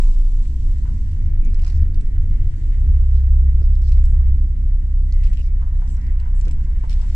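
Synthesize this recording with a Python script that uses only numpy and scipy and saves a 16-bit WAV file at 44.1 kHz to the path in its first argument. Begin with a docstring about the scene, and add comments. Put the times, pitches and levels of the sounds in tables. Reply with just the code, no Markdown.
"""Inside a car that creeps round a bend on a gravel track.
The engine booms when its firing matches the cabin's own note, and uneven ground makes the body rumble.
The tyres give a muffled crunch, stones knock under the floor and the suspension thumps.
The steering wheel hisses through the hands, and sticks and slips in creaks, scrapes and thin squeaks.
The power steering whines at first; gears, a belt, the tyre tread and air sound faintly behind it all."""
import sys
import numpy as np
from scipy import signal
from scipy.fft import rfft, irfft
from scipy.io import wavfile
from scipy.ndimage import uniform_filter1d

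SR = 44100
rng = np.random.default_rng(int(sys.argv[2]) if len(sys.argv) > 2 else 0)


def wav_out(sig):
    """Save sig, one row per channel (or a flat mono array), as 16-bit PCM at SR to the path in sys.argv[1]."""
    wavfile.write(sys.argv[1], SR, np.round(np.clip(np.atleast_2d(sig).T, -1, 1) * 32767).astype(np.int16))


N = 315315
TIME = np.arange(N) / SR
EAR_DELAY_S = 0.0006  # a sound from the left reaches the right ear this much later


# how fast the crankshaft turns: (time [s], speed [turns/s])
ENGINE_SPEED = [(0, 26.6), (.5, 30.8), (.84, 31.3), (1.11, 27.4), (1.51, 25.2), (2.3, 27.3), (2.71, 31.4),
                (2.99, 32.8), (4.42, 32.3), (7.15, 30.9)]
# the engine rocking on its mounts: (time [s], level [dB])
ENGINE_SHAKE = [(0, -6), (.38, -11.5), (.5, -15.5), (.66, -9), (1.04, -23.5), (1.22, -7), (2.55, -13.5),
                (3.1, -10.5), (5.35, -10), (5.9, -14.5), (7.15, -14.5)]
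# the throttle opening through the bend: (time [s], load [dB])
ENGINE_LOAD = [(0, -31), (.5, -21.5), (2.65, -26), (2.88, -10.5), (3.3, -11.5), (3.75, -14), (4.32, -12),
               (4.47, -20), (7.15, -20.5)]
def engine(cabin_hz=64.65, cabin_width_hz=7.5):
    """Four low tones at 1 to 4 times the turning speed; the second booms near the cabin's own note."""
    speed = curve(ENGINE_SPEED)
    angle = 2 * np.pi * (np.cumsum(speed) / SR - np.outer([EAR_DELAY_S, 0], speed))  # left side lags
    firing_hz = 2 * speed
    off_note_db = 10 * np.log10(1 + (2 * (firing_hz - cabin_hz) / cabin_width_hz) ** 2)
    boom_db = curve(ENGINE_LOAD) - off_note_db + 0.5 + 0.66 * drift(4.5)
    shake_db = curve(ENGINE_SHAKE) - 2.5 + 3 * drift(10)
    _, drone_db = ground()
    third_db = -35 + drone_db - drone_db.mean()
    fourth_db = -41 + 0.24 * (boom_db - boom_db.mean()) + 2 * drift(4)
    hum = sum(amp(db) * np.sin(k * angle + 2 * np.pi * rng.random())
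              for k, db in enumerate([shake_db, boom_db, third_db, fourth_db], start=1))
    return hum * lean_left(-0.2)


# how uneven the track is: (time [s], rumble [dB], panel drone [dB])
ROUGHNESS = [(0, -45.5, -37.5), (.8, -42, -26.5), (2.3, -42, -22.5), (3.3, -45, -26.5), (4.25, -41.5, -27),
             (4.7, -44, -34.5), (6.3, -44.5, -33.5), (7.15, -42.5, -33)]
# humps in the track: (time [s], change in rumble [dB], change in panel drone [dB])
TRACK_HUMPS = [(.87, 3.5, 1.5), (1.3, 1.5, 6.5), (1.48, 7, -6.5), (1.81, 2.5, 11.5), (2.05, 2, -5),
               (2.38, 0, 5.5), (2.869, 5, 1.5), (5.27, 4.5, -0.5), (6.5, 5.5, -5.5)]
def ground(hump_s=0.076):
    """How hard the track shakes the car: rumble and drone levels in dB, shifted briefly by each hump."""
    humps = sum(np.outer(changes, np.exp(-((TIME - s) / hump_s) ** 2)) for s, *changes in TRACK_HUMPS)
    return np.array([curve(ROUGHNESS), curve(ROUGHNESS, column=2)]) + humps


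# the deep note of the panels: (frequency [Hz], level [dB])
PANEL_SPECTRUM = [(30, -43), (55, -10.5), (78, 6.5), (92, -9), (110, -10), (132, -12), (160, -28),
                  (300, -80)]
# how alike left and right are for sound from the car's body: (frequency [Hz], likeness [-1 to 1])
BODY_LIKENESS = [(30, 1), (70, 0.97), (130, .9), (220, .92), (330, .66), (450, -0.23), (650, -0.49),
                 (2000, -0.33)]
def panels(gain_db=-4):
    """The body panels drone as the track shakes them."""
    _, drone_db = ground()
    return spread(noise(), PANEL_SPECTRUM, BODY_LIKENESS) * amp(drone_db + gain_db)


# the body swaying: (frequency [Hz], level [dB])
SWAY_SPECTRUM = [(5, -32.5), (13, 3.5), (20, -4), (32, -12.5), (45, -2.5), (60, -12), (80, -14),
                 (105, -24.5), (150, -39.5), (220, -87.5)]
# the wheels rumbling: (frequency [Hz], level [dB])
RUMBLE_SPECTRUM = [(60, -26), (128, 0.5), (160, -1.5), (200, -0.5), (250, -7.5), (300, -11.5), (370, -14),
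                   (450, -24.5), (600, -30.5), (900, -46), (2000, -87.5)]
def road():
    """The body sways and rumbles as the wheels roll over uneven ground."""
    rough_db, _ = ground()
    sway = spread(noise(), SWAY_SPECTRUM, BODY_LIKENESS) * amp(-21 + 0.63 * (rough_db - rough_db.mean()))
    rumble = spread(noise(), RUMBLE_SPECTRUM, BODY_LIKENESS) * amp(rough_db - 1 + 1.56 * drift(7.3))
    return sway + rumble


# the crunch under the tyres: (time [s], level [dB])
CRUNCH_LEVEL = [(0, -64), (.4, -65.5), (.9, -62), (1.35, -63.5), (1.67, -57.5), (1.9, -61), (2.75, -60),
                (3.4, -64), (3.75, -64.5), (4.2, -60.5), (4.45, -67), (4.75, -60.5), (5.0, -69),
                (5.27, -61.5), (5.7, -63.5), (6.05, -60.5), (6.7, -61.5), (7.1, -56.5)]
# the crunch as it sounds indoors: (frequency [Hz], level [dB])
CRUNCH_SPECTRUM = [(250, -29), (520, -2.5), (660, -4.5), (750, -1.5), (830, -2), (950, -1.5), (1100, -5),
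                   (1350, -7.5), (1640, -4), (1780, -1.5), (2000, -2), (2280, -4.5), (2500, -10),
                   (2850, -10), (3500, -18.5), (8000, -32.5), (16000, -65.5)]
# how alike left and right are for sound in the cabin air: (frequency [Hz], likeness [-1 to 1])
CABIN_LIKENESS = [(300, 0.035), (550, -0.041), (750, -0.64), (1000, -0.68), (1400, 0.046), (1800, 0.046),
                  (2400, -0.018), (4000, -0.1), (15000, 0.025)]
def gravel(gain_db=2):
    """Stones crackle finely under the tyres, muffled by doors and glass."""
    stones = grains(per_s=900, uneven_db=1.1, wash=0.94)
    stones = cabin_echoes(stones, echo_db=-5.5, decay_s=0.01, smooth_bins=9)
    crunch = spread(patchy(stones, depth_db=1.24), CRUNCH_SPECTRUM, CABIN_LIKENESS)
    return crunch * amp(curve(CRUNCH_LEVEL) + gain_db + drift(10)) * lean_left(0.6)


# stones hitting the floor: (time [s], level [dB], ringing pitch [Hz])
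STONE_HITS = [(.852, -48, 1000), (.872, -46, 1300), (.889, -52, 900), (1.627, -48.5, 700),
              (1.648, -50, 1400), (1.666, -47, 1300), (2.164, -50.5, 1500), (3.973, -49.5, 750),
              (4.146, -50.5, 1000), (4.204, -49.5, 1200), (5.612, -45.5, 950), (5.627, -46, 1150),
              (5.675, -53, 1150), (5.725, -52.5, 950), (5.817, -42, 760), (5.977, -48, 1450),
              (6.257, -50, 950), (6.272, -51.5, 950), (6.837, -41.5, 850), (6.995, -52, 950),
              (7.017, -46.5, 750), (7.034, -47.5, 1050)]
# how the floor rings: (frequency [Hz], level [dB])
FLOOR_SPECTRUM = [(200, -5), (450, -13.5), (730, 1), (820, 1.5), (950, 2), (1100, -2.5), (1250, -9.5),
                  (1500, -9.5), (1800, -17.5), (3000, -25.5), (8000, -34), (16000, -62.5)]
def knocks(gain_db=2.5):
    """Stones squeezed out by the left tyres knock under the floor, each spot with its own note."""
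    out = np.zeros((2, N))
    for s, db, hz in STONE_HITS:
        knock = blow(burst_s=0.0095, echo_s=0.028, echo_db=-10, rise_s=0.00019)
        add(out, s, amp(db + gain_db) * (knock + 0.86 * band(knock, hz, width_hz=260)))
    return ring(out, FLOOR_SPECTRUM) * lean_left(1.5)


# how the wheel arch rings: (frequency [Hz], level [dB])
ARCH_SPECTRUM = [(300, -33.5), (620, -11.5), (755, -4), (830, -7), (950, 3), (1050, -8), (1190, -10.5),
                 (1320, -16), (2200, -18), (6000, -61)]
def grinding(start_s=5.6, hardest_s=6.25, swell_s=0.71, trail_s=0.054):
    """Turned all the way, the left front tyre scrubs stones sideways; grit trails each knock."""
    stones = left_first(grains(per_s=200, uneven_db=0.5, wash=0.89)[0], EAR_DELAY_S)
    echoes = amp(-5) * noise()
    arch = unit(ring(stones + echoes, ARCH_SPECTRUM))
    scrub = amp(-55.5) * np.exp(-((TIME - hardest_s) / swell_s) ** 2)
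    trails = sum(amp(db - 14) * (TIME > s) * np.exp(-abs(TIME - s) / trail_s)
                 for s, db, _ in STONE_HITS if s > start_s)
    return arch * np.hypot(scrub, trails) * amp(2 * drift(25)) * (TIME > start_s)


# jolts of the suspension: (time [s], level [dB])
JOLTS = [(2.997, -54), (3.617, -48), (3.972, -53), (5.126, -62), (5.388, -51.5), (6.471, -43.5),
         (6.837, -53.5)]
# the dull sound of a jolt: (frequency [Hz], level [dB])
JOLT_SPECTRUM = [(100, -0.5), (300, 0), (480, 0), (650, -3.5), (900, -16), (1500, -22), (4000, -50)]
def thumps(gain_db=12):
    """The suspension thumps where a wheel drops into a hollow."""
    out = np.zeros((2, N))
    for s, db in JOLTS:
        add(out, s, amp(db + gain_db) * blow(burst_s=0.0099, echo_s=0.011, echo_db=-13, rise_s=0.00029))
    return ring(out, JOLT_SPECTRUM)


# the rubbing, louder when the steering wheel slides faster: (time [s], level [dB])
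RUB_LEVEL = [(0, -53.5), (.21, -61), (1.05, -64), (1.4, -69.5), (2.1, -70), (2.58, -65), (3.0, -67.5),
             (4.95, -71), (5.12, -65.5), (5.33, -65), (5.5, -72.5), (5.9, -65), (6.17, -71), (6.8, -67.5),
             (7.05, -59.5)]
# the hiss of hands on the rim: (frequency [Hz], level [dB])
RUB_SPECTRUM = [(1500, -27), (2600, -3), (3700, -3), (5200, -4), (5800, -1.5), (6400, -6.5), (7200, -2),
                (7900, -2), (9200, -11), (10200, -24.5), (15500, -44.5)]
def rubbing(gain_db=2):
    """The steering wheel slides through the hands with a fine, gritty hiss."""
    slips = grains(per_s=700, uneven_db=1.2, wash=1.3)
    slips = cabin_echoes(slips, echo_db=-5, decay_s=0.02, smooth_bins=21)
    hiss = spread(patchy(slips, depth_db=1.3), RUB_SPECTRUM, CABIN_LIKENESS)
    return hiss * amp(curve(RUB_LEVEL) + gain_db + 0.6 * drift(40)) * lean_left(0.8)


# single slips of the steering wheel and trim: (time [s], level [dB], ringing pitch [Hz])
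SLIPS = [(1.114, -50.5, 3100), (1.449, -49.5, 6540), (1.505, -57, 4700), (1.544, -49.5, 4750),
         (1.592, -45.5, 2500), (1.618, -47, 4400), (1.636, -47, 4600), (1.647, -45, 4600),
         (1.665, -44, 4400), (1.678, -42, 4920), (1.699, -44.5, 4400), (1.819, -54, 4860),
         (1.944, -49.5, 4500), (2.010, -49.5, 8300), (2.052, -54.5, 4800), (3.739, -54.5, 4199),
         (3.754, -54.5, 4200), (3.819, -51, 4030), (3.833, -51.5, 5500), (3.876, -51, 4800),
         (3.884, -50, 5300), (3.893, -49, 5000), (3.920, -43.5, 4300), (3.972, -51.5, 2203),
         (4.037, -56, 7305), (4.054, -48.5, 7600), (5.124, -46, 5000), (5.234, -48, 2948),
         (5.239, -49, 5000), (5.248, -50, 4997), (5.269, -49, 2700), (5.331, -45.5, 2700),
         (5.338, -53, 2700), (5.372, -47, 2760), (5.393, -50, 2800), (5.876, -53, 5993), (5.901, -52, 7700),
         (5.967, -53, 5500), (6.012, -53, 5500), (6.067, -56, 4760), (6.199, -48.5, 2960),
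         (6.411, -45, 7000), (6.452, -49, 4700), (6.481, -44, 2600), (6.511, -43.5, 7900),
         (6.895, -41.5, 3000), (6.906, -46, 5200), (6.913, -44, 4000), (6.928, -46, 4500),
         (7.015, -50, 5000)]
# how the plastic rings: (frequency [Hz], level [dB])
PLASTIC_SPECTRUM = [(300, -22), (700, -5), (1500, -6), (2300, -1), (2800, -1), (3300, -4.5), (4200, -3.5),
                    (5600, -2.5), (6500, -7), (7900, -4.5), (9300, -12), (11000, -21), (16000, -41)]
def creaks(gain_db=-4):
    """Plastic sticks, then slips with a dry snap; a quick run of snaps makes a creak."""
    out = np.zeros((2, N))
    for s, db, hz in SLIPS:
        delay_s = EAR_DELAY_S * rng.random()
        snap = blow(burst_s=0.0013, echo_s=0.017, echo_db=-19, rise_s=0.0011, delay_s=delay_s)
        snap = snap + 1.6 * band(snap, hz, width_hz=850)
        attack = snap[:, :round(0.004 * SR)]  # the snap itself sets the level, not its echoes
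        add(out, s, snap / attack.std() * amp(db + gain_db))
    return ring(out, PLASTIC_SPECTRUM) * lean_left(1.5)


# longer scrapes: (time [s], length [s], pitch [Hz], band width [Hz], level [dB])
TRIM_SCRAPES = [(.45, .014, 1890, 1500, -56), (1.696, 0.12, 5170, 2510, -62), (2.71, 0.057, 2040, 800, -60),
                (3.129, .084, 4000, 3030, -64), (3.47, .034, 1980, 500, -60.5),
                (3.597, .082, 4870, 715, -67), (3.828, 0.085, 4600, 1796, -61.5),
                (4.058, .1, 7710, 1210, -68.5), (5.214, .08, 2500, 1700, -58.5),
                (5.381, .13, 5100, 2600, -64), (5.367, 0.062, 2760, 280, -55.5),
                (5.868, .11, 7600, 1010, -61.5), (5.964, .2, 1990, 390, -59), (6.33, .11, 7760, 1000, -61),
                (6.892, .065, 3000, 3000, -53.5), (6.938, 0.12, 3450, 2000, -66)]
def scrapes():
    """Runs of tiny slips swell and fade, each ringing one note of the trim."""
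    out = np.zeros((2, N))
    slips = grains(per_s=1400, uneven_db=2, wash=1)
    for s, length_s, hz, width_hz, db in TRIM_SCRAPES:
        run = slips[:, int(s * SR):][:, :int(length_s * SR)]
        run = band(band(run, hz, width_hz), hz, 2 * width_hz)
        fade = signal.windows.tukey(run.shape[1], 0.7)
        add(out, s, unit(run * fade) * amp(db))
    return out * lean_left(2.5)


# thin squeaks: (time [s], length [s], first pitch [Hz], last pitch [Hz], level [dB])
RIM_SQUEAKS = [(1.16, 0.21, 2260, 2170, -68), (1.39, .07, 2630, 2400, -62), (1.426, .085, 2390, 2290, -56),
               (1.463, 0.058, 2490, 2660, -61), (5.049, .25, 2018, 1940, -61), (5.42, .14, 2270, 2360, -64)]
def squeaks(gain_db=1):
    """Where its slips fall nearly into step, the steering wheel's rim sings a short, raspy glide."""
    out = np.zeros((2, N))
    stutter = 1 + 0.035 * drift(170)
    for s, length_s, start_hz, end_hz, db in RIM_SQUEAKS:
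        progress = np.clip((TIME - s) / length_s, 0, 1)
        hz = (start_hz + (end_hz - start_hz) * progress) * stutter
        out += np.sin(np.pi * progress) * tone(hz, db + gain_db, wobble=0.006, flutter_db=1)
    rasp = unit(1 + 0.35 * drift(200))
    return out * rasp * lean_left(3)


def steering_whine(end_s=1.5, fade_s=0.17):
    """The power steering sings two tones, loudest while it strains, then sinks in pitch and fades."""
    hz = 959 + 61.9 * np.exp(-TIME / 0.17)
    strain_db = 12 * np.exp(-TIME / 0.085)
    lower = tone(hz, db=-62 - 8 * TIME + strain_db, wobble=0.006)
    upper = tone(hz * 1.095, db=-69, wobble=0.0048)
    return (lower + upper) * np.clip((end_s - TIME) / fade_s, 0, 1)


# the gearbox's note, which follows the car's speed: (time [s], pitch [Hz])
GEAR_PITCH = [(0, 295.8), (1.4, 274.3), (3.1, 319.6), (5.0, 258.3), (7.15, 245.8)]
def gearbox():
    """The turning gears hum, slowly getting quieter."""
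    return tone(curve(GEAR_PITCH), db=-54 - 0.52 * TIME, wobble=0.025)


def belt():
    """A running belt whines faintly and dies away."""
    return tone(hz=610, db=-64.5 - 2.5 * TIME, wobble=0.025)


def tread(start_s=1.25, length_s=1.55, start_hz=305, rise_hz_per_s=122):
    """The tyre tread gives a rough, rising moan as the car picks up speed."""
    age = np.clip(TIME - start_s, 0, length_s)
    swell = np.sqrt(abs(np.sin(np.pi * age / length_s)))
    return swell * tone(start_hz + rise_hz_per_s * age, db=-60, wobble=0.054)


# air in the cabin: (frequency [Hz], level [dB])
AIR_SPECTRUM = [(300, -19), (530, -1.5), (760, -1), (950, -1.5), (1150, -8), (1500, -12.5), (3000, -30)]
def cabin_air(level_db=-65):
    """A faint, steady rush of air."""
    return spread(noise(), AIR_SPECTRUM, CABIN_LIKENESS) * amp(level_db)


def amp(db):
    """Turns decibels into a gain."""
    return 10 ** (np.asarray(db) / 20)


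def lean_left(db):
    """Gains that turn the left side up and the right side down by db."""
    return amp([[db], [-db]])


def unit(x):
    """Scales a signal to an average strength (rms) of 1."""
    return x / np.sqrt(np.mean(x ** 2) + 1e-20)


def noise(size=N):
    """White noise, different on each side."""
    return rng.standard_normal((2, size))


def curve(rows, column=1):
    """Joins a timed table's points with straight lines."""
    rows = np.array(rows)
    return np.interp(TIME, rows[:, 0], rows[:, column])


def look_up(rows, hz):
    """Reads a frequency table on a logarithmic scale."""
    row_hz, value = np.transpose(rows)
    return np.interp(np.log(hz + 1), np.log(row_hz + 1), value)


def add(mix, s, sound):
    """Lays a stereo sound into the mix at s seconds."""
    part = mix[:, max(round(s * SR), 0):][:, :sound.shape[1]]
    part += sound[:, :part.shape[1]]


def drift(hz):
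    """A random wander of strength 1, up to about the given rate."""
    f = np.fft.rfftfreq(N, 1 / SR)
    return unit(irfft(rfft(rng.standard_normal(N)) * np.exp(-(f / hz) ** 2), N))


def spread(pair, spectrum, likeness):
    """Shapes two unrelated signals to a spectrum and blends them into left and right."""
    hz = np.fft.rfftfreq(N, 1 / SR)
    same = np.clip(look_up(likeness, hz), -1, 1)
    mid, side = rfft(pair) * amp(look_up(spectrum, hz)) * np.sqrt([1 + same, 1 - same])
    return unit(irfft(np.array([mid + side, mid - side]), N))


def ring(x, spectrum, size=4096):
    """Lets blows ring through a body with the given spectrum."""
    log_gain = np.log(amp(look_up(spectrum, abs(np.fft.fftfreq(size, 1 / SR)))))
    causal_gain = np.exp(np.conj(signal.hilbert(log_gain)))  # rings only after the blow
    response = np.fft.ifft(causal_gain).real[:size // 2]
    return signal.oaconvolve(x, response[None] / np.linalg.norm(response), axes=1)[:, :N]


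def band(x, hz, width_hz):
    """Keeps the sound near one pitch."""
    return signal.lfilter(*signal.iirpeak(hz, hz / width_hz, fs=SR), x)


def left_first(x, delay_s):
    """Makes a stereo pair whose right side comes late."""
    t = TIME[:len(x)]
    return np.array([x, np.interp(t - delay_s, t, x, left=0)])


def blow(burst_s, echo_s, echo_db, rise_s, delay_s=EAR_DELAY_S, size=4000):
    """A short burst of noise from the left, followed by cabin echoes."""
    t = TIME[:size]
    burst = rng.standard_normal(size) * np.exp(-t / burst_s) * (1 - np.exp(-t / rise_s))
    echoes = amp(echo_db) * noise(size) * np.exp(-t / echo_s) * (1 - np.exp(-t / burst_s))
    return left_first(burst, delay_s) + echoes


def grains(per_s, uneven_db, wash):
    """Tiny impacts of uneven size over a wash of countless smaller ones."""
    sizes = amp(uneven_db * np.minimum(rng.exponential(1, N), 4))
    hits = rng.random(N) < per_s / SR
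    return unit(sizes * hits * noise()) + wash * noise()


def tone(hz, db, wobble, flutter_db=3):
    """A note with unsteady pitch and level that reaches the left side first."""
    hz = hz * (1 + wobble * drift(30))
    turns = np.cumsum(hz) / SR - np.array([[0], [EAR_DELAY_S]]) * hz
    return unit(np.sin(2 * np.pi * turns)) * amp(db + flutter_db * drift(33))


def cabin_echoes(x, echo_db, decay_s, smooth_bins, size=3000):
    """Quick echoes from glass and trim put fine ripples in the spectrum, different on each side."""
    response = noise(size) * np.exp(-TIME[:size] / decay_s)
    response *= amp(echo_db) / np.linalg.norm(response, axis=1, keepdims=True)
    response[:, 0] = 1  # the direct sound
    ripples = rfft(response)
    broad_shape = np.sqrt(uniform_filter1d(abs(ripples) ** 2, smooth_bins))
    response = irfft(ripples / broad_shape)
    return unit(signal.oaconvolve(x, response[:, :size // 2], axes=1)[:, :N])


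def patchy(x, depth_db):
    """Lets patches of the spectrum swell and sink on their own."""
    spectra = signal.stft(x, nperseg=1024, noverlap=768)[2]
    swells = rng.standard_normal(spectra.shape[:0:-1])
    swells = uniform_filter1d(swells, 12, axis=0)  # smooth over time
    swells = unit(uniform_filter1d(swells, 10, axis=1))  # and over frequency
    return unit(signal.istft(spectra * amp(depth_db * swells.T), nperseg=1024, noverlap=768)[1][:, :N])


def scene():
    """Everything as heard behind the windscreen."""
    car = engine() + panels() + road() + gearbox() + belt() + tread()
    track = gravel() + grinding() + knocks() + thumps()
    steering = rubbing() + creaks() + scrapes() + squeaks() + steering_whine()
    return car + track + steering + cabin_air()


def record(dry):
    """Cuts the highest treble, above 15700 Hz."""
    low_pass = signal.firwin(511, 15700, window=("kaiser", 9), fs=SR)
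    return signal.oaconvolve(dry, low_pass[None], "same")


dry = scene()
out = record(dry)
wav_out(out)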